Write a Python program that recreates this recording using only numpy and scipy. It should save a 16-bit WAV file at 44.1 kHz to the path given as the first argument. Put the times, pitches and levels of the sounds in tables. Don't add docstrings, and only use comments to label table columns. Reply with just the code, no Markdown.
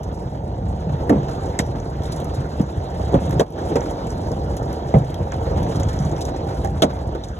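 import sys
import numpy as np
from scipy import signal
from scipy.fft import rfft, irfft, next_fast_len
from scipy.io import wavfile
from scipy.ndimage import uniform_filter1d, minimum_filter1d

SR = 44100
rng = np.random.default_rng(int(sys.argv[2]) if len(sys.argv) > 2 else 0)


def dump(signal):
    limited = np.clip(np.atleast_2d(signal).T, -1, 1)
    pcm = np.round(limited * 32767).astype(np.int16)
    wavfile.write(sys.argv[1], SR, pcm)


N = 325899

# time in seconds, treble level in dB.
HISS_LEVELS = [(0.0, -55.5), (0.64, -56.5), (1.34, -47), (1.89, -53.5), (2.06, -49.5), (2.22, -47.5),
               (2.72, -51.5), (3.27, -47), (3.4, -47.5), (3.6, -49), (3.85, -47), (4.43, -50.5),
               (4.84, -49.5), (5.39, -50), (5.7, -45), (6.13, -48), (6.73, -52), (7.39, -53.5)]
# frequency in Hz, relative density in dB per Hz.
RAIN_COLOUR = [(150, -42), (400, 19.5), (900, 13.5), (1400, 13.5), (2400, -3), (4000, 1), (6500, -5),
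               (9000, -23), (11500, -16.5), (13500, -22.5), (15500, -38)]
# time in seconds, drumming level in dB, level of the boom under it in dB.
SHOWER_LEVELS = [(0, -32.5, -26.5), (.35, -32.5, -28), (.66, -33, -22.5), (1.1, -27.5, -24.5),
                 (1.4, -29, -26), (1.75, -28.5, -24.5), (1.95, -33.5, -25), (2.2, -28.5, -25.5),
                 (2.7, -32.5, -29.5), (3.25, -26.5, -21), (3.8, -26.5, -29), (4.4, -29, -22.5),
                 (4.8, -28, -26), (5.31, -33, -27.5), (5.62, -25, -20.5), (5.95, -30.5, -23),
                 (6.3, -26, -26.5), (6.75, -32, -23.5), (7.05, -30, -28), (7.39, -38.5, -31)]
# start in seconds, nominal levels of snap, shards and sharp edge in dB,
# ping level in dB, ping centre in Hz.
GLASS_TICKS = [(0.0324, -44, -41, -51, -49, 2980), (0.175, -44, -60, -70, -48, 1750),
               (1.231, -42, -51, -63, -47, 1680), (1.2895, -47, -52, -53, -45, 1910),
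               (1.456, -40, -40, -56, -51, 1610), (1.604, -34, -34, -48, -49, 1740),
               (1.8, -30, -51, -77, -48, 1760), (2.0198, -48, -52, -66, -46, 3500),
               (2.0343, -41, -40, -49, -47, 3520), (2.054, -48, -43, -61, -39, 3680),
               (2.12, -35, -30, -40, -34, 4060), (2.162, -35.5, -37, -44, -45, 1720),
               (2.201, -46, -51, -45, -48, 1640), (2.2438, -37, -43, -44, -56, 2110),
               (2.349, -40, -42, -49, -44, 1770), (2.613, -38, -41, -47, -57, 1660),
               (2.9003, -42, -47, -62, -58, 3090), (3.042, -52, -57, -65, -43, 1710),
               (3.294, -41, -50, -49, -44, 1990), (3.309, -29.5, -43, -42, -33.5, 1750),
               (3.3284, -40, -45, -50, -35, 1790), (3.5034, -42, -51, -42, -56, 1940),
               (3.5234, -38, -45, -51, -50, 3100), (3.5874, -41, -49, -55, -34, 1710),
               (3.807, -33, -49, -64, -39, 1970), (3.8375, -45, -55, -63, -39, 1880),
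               (3.909, -36, -42, -46, -38, 2020), (4.07, -34, -42, -55, -40, 1870),
               (4.1042, -34.5, -43, -51, -40, 1610), (4.127, -36, -53, -70, -44, 1680),
               (4.272, -45, -49, -57, -37, 1630), (4.317, -33.5, -46, -48, -45, 1710),
               (4.567, -34, -35, -40, -39, 1920), (4.6277, -40, -42, -55, -41, 1740),
               (4.7286, -35, -52, -46, -38, 1870), (4.8718, -46, -46, -58, -60, 3790),
               (4.9856, -45, -47, -49, -46, 1590), (5.102, -41, -44, -50, -46, 3000),
               (5.1433, -37, -52, -47, -34.5, 3430), (5.5089, -43, -44, -58, -36, 1650),
               (5.629, -42, -40, -47, -35.5, 1700), (5.757, -36, -33, -47, -49, 3200),
               (5.833, -29, -40, -60, -47, 3060), (5.8855, -31, -34, -53, -53, 1600),
               (5.93, -33, -37, -49, -37, 1930), (5.9893, -35, -41, -62, -51, 3510),
               (6.0237, -40, -52, -56, -50, 1920), (6.0506, -36, -56, -62, -53, 1860),
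               (6.1143, -35, -39, -57, -52, 1960), (6.1639, -37, -45, -74, -45, 3420),
               (6.2083, -40, -32.5, -42, -39, 3680), (6.2145, -35, -35, -55, -38, 3660),
               (6.2524, -26.5, -39, -43.5, -40, 3700), (6.3624, -40, -41, -57, -42, 1740),
               (6.57, -52, -53, -53, -51, 1750), (6.6737, -46, -56, -58, -38, 1850),
               (7.2372, -38, -36.5, -57, -34, 3760), (7.285, -41, -46, -63, -66, 1820)]
# start in seconds, nominal knock level in dB, knock centre in Hz,
# boom level in dB, boom centre in Hz.
ROOF_THUDS = [(0.409, -34, 550, -31, 102), (0.485, -43, 420, -30, 86), (0.868, -30, 433, -16, 134),
              (1.101, -8.5, 406, -2.5, 285), (1.119, -17, 398, -13, 265), (1.159, -20, 466, -14, 178),
              (1.626, -32, 620, -36, 100), (2.369, -50, 455, -20.5, 128), (2.762, -43, 579, -23.5, 100),
              (2.999, -24, 700, -29, 77), (3.134, -15.5, 536, -16.5, 250), (3.031, -37, 436, -28, 111),
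              (3.095, -32, 754, -34, 105), (3.352, -33, 529, -17.5, 147), (4.243, -42, 604, -36, 100),
              (4.377, -27, 500, -33, 74), (5.164, -31, 645, -30, 73.4), (5.203, -22, 436, -20, 101),
              (5.253, -24.5, 510, -43, 65), (5.413, -24, 650, -22, 76), (5.468, -20.5, 526, -41, 61),
              (5.768, -45, 659, -16.5, 148), (5.857, -36, 600, -14, 100), (5.992, -49, 581, -18, 150),
              (6.05, -48, 382, -18, 150), (7.066, -50, 453, -22.5, 73.5), (7.129, -28, 649, -39, 78),
              (1.477, -24, 490, -43, 150), (3.703, -21, 420, -38, 150), (4.308, -21, 438, -36, 150),
              (5.27, -27, 850, -40, 150), (5.34, -24, 870, -37, 150), (5.511, -21.5, 580, -26, 150),
              (6.124, -18, 340, -30, 250), (6.269, -27.5, 636, -35, 150)]
# start in seconds, nominal knock level in dB, knock centre in Hz,
# boom level in dB, boom centre in Hz, deadness of the spot 0-1, clack level in dB, clack centre in Hz,
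# nominal levels of clink, snap and shards in dB.
HARD_BANGS = [(1.094, -18, 497, -8, 296, 0.3, -20.5, 1800, -45, -40, -31),
              (1.5899, -21, 651, -15.5, 220, 0.9, -16.5, 1980, -30, -14, -22),
              (2.597, -18, 390, -9, 216, 0.83, -36, 1250, -47, -45, -50),
              (3.141, -12.5, 475, -1.5, 263, 0.9, -29, 1210, -40, -33, -42),
              (3.156, -33, 552, -10.5, 140, 1, -33, 1290, -56, -55, -60),
              (3.3958, -4.5, 470, -10, 260, 0.68, -19, 1670, -25, -19, -23.5),
              (3.716, -26, 377, -22, 188, 0.7, -33.5, 1280, -65, -60, -65),
              (3.756, -12.5, 505, -15, 260, 0.8, -22.5, 1180, -47, -29, -31),
              (4.940, -6, 600, -2, 166, 0.62, -23, 2080, -38, -36, -42),
              (5.3199, -34, 694, -31, 79.4, 0.9, -27, 1650, -62, -28, -46),
              (5.798, -22, 680, -20, 115, 1, -51, 1350, -44, -33, -34),
              (6.646, -20.5, 760, -27.5, 80, 0.1, -33.5, 1650, -55, -30, -34.5),
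              (6.8208, -3, 640, -2.5, 283, 0.62, -8.5, 1390, -11, -14, -13.5),
              (7.149, -24.5, 428, -33, 75, 0, -35.5, 1350, -51, -45, -45)]
# frequency in Hz, relative level in dB, undamped t60 in seconds.
PANEL_MODES = [(47.5, 0, 0.9), (66, 7, 0.45), (86.5, 4, 0.36), (98, 0.5, 0.33), (128.5, 3.5, 0.34),
               (153.3, 4, 0.25), (178.4, -10.5, 0.32), (202.2, -2.5, 0.25), (249, -5, 0.21), (288, 0, 0.14),
               (341, 1, 0.13), (419, 0, 0.07), (472, 1, 0.15), (545.7, -2, 0.23), (644.5, 1.5, 0.11),
               (721, 0.5, 0.12), (791, 0, 0.17), (916, 0.5, 0.11)]
# frequency in Hz, relative level in dB, undamped t60 in seconds.
GLASS_MODES = [(1120, 0, .06), (1290, 3, .08), (1495, 3, .08), (1650, 0, .06), (1815, 2, .06),
               (2050, 1, .05), (2270, -1, .05), (2700, -2, .045), (2990, 0, .045), (3120, 0, .04),
               (3290, 5, .06), (3550, -2, .04), (3790, 4, .05), (4150, -2, .04), (4650, 0, .04)]
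# frequency in Hz, relative level in dB, t60 in seconds.
ICE_MODES = [(5200, -5, .012), (5940, 1, 0.013), (6130, -5.5, 0.012), (6680, 0.5, 0.0082),
             (7700, -1.5, 0.0062)]
# frequency in Hz, likeness 0-1, right minus left in dB,
# extra turn of phase in half cycles.
PORT_RESPONSE = [(90, 1, 0, -0.03), (200, 1, 1.1, -0.025), (475, 0.94, 0.6, -0.12), (740, 0.53, 5, 0.14),
                 (1190, 0.38, 2.5, 0.27), (2330, .6, 0, 1), (3300, 0.57, 0, 0.86), (4360, 1, -0.5, 0.8),
                 (8000, .96, 0.2, 0.9), (16000, .95, 0, 1)]

RIGHT_LAG_S = 0.000231
TOP_HZ = 16000
THUD_DEADNESS, BANG_EDGE_DB = 0.36, -9
CLINK_HZ = 3320
DIP_S, DIP_DB, DIP_FALL_S, DIP_HOLD_S, DIP_BACK_S = 3.415, -11.5, 0.035, 0.046, 0.1


def amp(db):
    return 10 ** (np.asarray(db) / 20)


def unit(x):
    return x / np.sqrt(np.mean(x ** 2) + 1e-20)


def along(points, hz):
    f, *cols = np.transpose(points)
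    return [np.interp(np.log(hz + 1), np.log(f + 1), c) for c in cols]


def over_time(points):
    s, *cols = np.transpose(points)
    return [np.interp(np.arange(N) / SR, s, c) for c in cols]


def filtered(x, response):
    m = next_fast_len(N + SR // 2)
    return irfft(rfft(x, m) * response(np.fft.rfftfreq(m, 1 / SR)), m)[..., :N]


def band(x, lo_hz, hi_hz):
    return signal.sosfilt(signal.butter(2, [lo_hz, hi_hz], "bandpass", fs=SR, output="sos"), x)


def soft(x, top_hz):
    return signal.sosfilt(signal.butter(2, top_hz, fs=SR, output="sos"), x)


def spikes(s, size):
    return np.bincount(np.clip((np.asarray(s) * SR).astype(int), 0, N - 1), size, N)


def dying(blows, t60_s, rise_s):
    fall, rise = amp(-60 / (t60_s * SR)), np.exp(-1 / (rise_s * SR))
    return signal.lfilter([1 - rise], np.convolve([1, -fall], [1, -rise]), blows)


def puff(s, db, lo_hz, hi_hz, t60_s, rise_s):
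    noise = rng.standard_normal((2, N))
    burst = noise * dying(spikes(s, amp(db)), t60_s, rise_s)
    return band(burst, lo_hz, hi_hz) / np.std(band(noise[0], lo_hz, hi_hz))


def ring(blows, hz, t60_s):
    r, w = amp(-60 / (t60_s * SR)), 2 * np.pi * hz / SR
    return signal.lfilter([0, np.sin(w)], [1, -2 * r * np.cos(w), r * r], blows)


def struck(modes, s, db, centre_hz, dead, octaves, spread_s, damping=0.43, swell=None):
    out = np.zeros((2, N))
    for hz, level_db, t60_s in modes:
        luck = rng.standard_normal((len(s), 3))
        off_octaves = np.log2(hz / centre_hz) / octaves
        size = amp(db + level_db) * np.exp(-0.5 * off_octaves ** 2)
        late = s + spread_s * np.abs(luck[:, :2].T)
        swing = size * np.array([np.ones(len(s)), np.sign(luck[:, 2])])
        parts = [(1 - dead, t60_s)]
        if np.any(dead):
            parts.append((dead, damping * t60_s))
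        if swell:
            parts.append((-1.22, swell * t60_s))
        for share, life_s in parts:
            blows = np.array([spikes(t, share * a) for t, a in zip(late, swing)])
            out += ring(blows, hz, life_s)
    return out


def splinter(s, snap_db, shards_db, edge_db):
    snap = np.zeros((2, N))
    for hz, db, t60_s in ICE_MODES:
        luck = rng.standard_normal((2, len(s)))
        blows = []
        for field in range(2):
            late = s + 0.00035 * np.abs(luck[field])
            blows.append(spikes(late, amp(snap_db + db - 6 + 5.6 * luck[1 - field])))
        snap += ring(np.array(blows), hz, t60_s)
    shards = puff(s, shards_db, 3400, 7930, t60_s=0.052, rise_s=0.0039)
    edge = puff(s, edge_db + 6, 9200, 13200, t60_s=0.012, rise_s=0.00045)
    spray = puff(s, edge_db - 7.5, 7700, 14000, t60_s=0.05, rise_s=0.0031)
    return band(snap, 4500, 9000) + shards + edge + spray


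def rain(patchy_db=3.0, patter=0.59):
    z = signal.stft(rng.standard_normal((2, N)), nperseg=512)[2]
    patches = rng.standard_normal(z.shape[1:])
    for axis in (0, 1):
        patches = uniform_filter1d(patches, size=8, axis=axis)
    hiss = signal.istft(z * amp(patchy_db * unit(patches)), nperseg=512)[1][:, :N]
    drops = rng.random((500, 2))
    blows = spikes(drops[:, 0] * N / SR, amp(15 * drops[:, 1] ** 2))
    pelt = unit(dying(blows, t60_s=0.08, rise_s=0.003)) * rng.standard_normal((2, N))
    wet = filtered(unit(hiss) + patter * pelt, lambda hz: amp(along(RAIN_COLOUR, hz)[0]))
    return amp(over_time(HISS_LEVELS)[0]) * wet / np.std(band(wet[0], 2270, 9500))


def grit(level_db=-7, per_s=90, swing_db=13):
    luck = rng.random((900, 2))
    s = np.cumsum(-np.log(luck[:, 0])) / per_s
    keep = s < N / SR
    crackle = puff(s[keep], swing_db * luck[keep, 1] ** 2, 4500, 9430, t60_s=0.085, rise_s=0.00065)
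    return amp(over_time(HISS_LEVELS)[0] + level_db) * unit(crackle)


def pellets(level_db=-5.5, octaves=0.46, swing_db=21):
    luck = rng.random((2000, 3))
    s, size_db = luck[:, 0] * N / SR, swing_db * luck[:, 1] ** 2
    centre_hz = 1000 * 4.5 ** luck[:, 2]
    patter = struck(GLASS_MODES, s, size_db, centre_hz, dead=0, octaves=octaves, spread_s=0.0022)
    return amp(over_time(HISS_LEVELS)[0] + level_db) * unit(band(patter, 1150, 4600))


def ticks():
    s, snap_db, shards_db, edge_db, ping_db, ping_hz = np.transpose(GLASS_TICKS)
    ping = struck(GLASS_MODES, s, ping_db, ping_hz, dead=0.81, octaves=0.092, spread_s=0.00052)
    return splinter(s, snap_db, shards_db, edge_db) + band(ping, 1070, 6600)


def drumming(split_hz=235, damping=0.26):
    drum_db, boom_db = over_time(SHOWER_LEVELS)
    stones = rng.random((8000, 2))
    s, size = stones[:, 0] * N / SR, amp(9.8 * stones[:, 1] ** 2)
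    low, high = np.zeros((2, 2, N))
    for hz, db, t60_s in PANEL_MODES:
        blows = np.array([spikes(s, size * rng.standard_normal(len(s))) for _ in range(2)])
        mode = amp(db) * unit(ring(blows, hz, damping * t60_s))
        if hz < split_hz:
            low += mode
        else:
            high += mode
    boom = amp(boom_db) * unit(soft(low, 510))
    return boom + amp(drum_db) * unit(soft(soft(high, 1160), 1240))


def panels(s, knock_db, knock_hz, boom_db, boom_hz, dead, boom_top_hz=300, boom_lag_s=0.00089):
    big = [m for m in PANEL_MODES if m[0] < boom_top_hz]
    small = [m for m in PANEL_MODES if m[0] > boom_top_hz]
    boom = struck(big, s + boom_lag_s, boom_db, boom_hz, dead, octaves=0.47, spread_s=0.0016, swell=0.041)
    knock = struck(small, s, knock_db - 3, knock_hz, dead, octaves=0.35, spread_s=0.00041)
    shudder = puff(s, knock_db - 5.5, 340, 737, t60_s=0.14, rise_s=0.003)
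    return soft(boom, 680) + soft(soft(knock + shudder, 2250), 2400)


def bangs(clack_top_hz=2500):
    s, *blow, clack_db, clack_hz, clink_db, snap_db, shards_db = np.transpose(HARD_BANGS)
    dead = blow[-1]
    thuds = [(*thud, THUD_DEADNESS) for thud in ROOF_THUDS]
    blows = np.vstack([np.transpose([s, *blow]), thuds])
    panes = [m for m in GLASS_MODES if m[0] < clack_top_hz]
    trim = [m for m in GLASS_MODES if m[0] > clack_top_hz]
    clack = struck(panes, s, clack_db, clack_hz, dead, octaves=0.12, spread_s=0.00075, swell=0.05)
    clink = struck(trim, s, clink_db, CLINK_HZ, dead, octaves=0.75, spread_s=0.00135, swell=0.04)
    glass = soft(band(clack, 680, 3000), 4000) + band(clink, 2660, 6400)
    rattle = puff(s, clack_db + 0.5, 580, 1910, t60_s=0.042, rise_s=0.0045)
    rattle += puff(s, clink_db + 3.0, 3280, 3850, t60_s=0.025, rise_s=0.0022)
    return panels(*blows.T) + glass + rattle + splinter(s, snap_db, shards_db, shards_db + BANG_EDGE_DB)


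def dip():
    corners_s = DIP_S + np.cumsum([0, DIP_FALL_S, DIP_HOLD_S, DIP_BACK_S])
    return amp(np.interp(np.arange(N) / SR, corners_s, [0, DIP_DB, DIP_DB, 0]))


def ports(fields):
    def left_gain(hz):
        return amp(-along(PORT_RESPONSE, hz)[1] / 2)

    def right_blend(hz):
        alike, right_db, turn = along(PORT_RESPONSE, hz)
        alike = np.clip(alike, 0, 1)
        late = np.exp(-1j * (2 * np.pi * hz * RIGHT_LAG_S + np.pi * turn))
        return amp(right_db / 2) * np.array([alike * late, np.sqrt(1 - alike ** 2)])

    left = filtered(fields[0], left_gain)
    return np.array([left, filtered(fields, right_blend).sum(axis=0)])


def scene():
    return dip() * ports(rain() + grit() + pellets() + ticks() + drumming() + bangs())


def record(dry, bass_hz=47):
    x = signal.sosfilt(signal.butter(5, bass_hz, "highpass", fs=SR, output="sos"), dry)
    need = np.minimum(1, 0.9 / (np.abs(x).max(axis=0) + 1e-9))
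    gain = uniform_filter1d(minimum_filter1d(need, size=400), size=200)
    return filtered(x * gain, lambda hz: hz < TOP_HZ)


dry = scene()
out = record(dry)
dump(out)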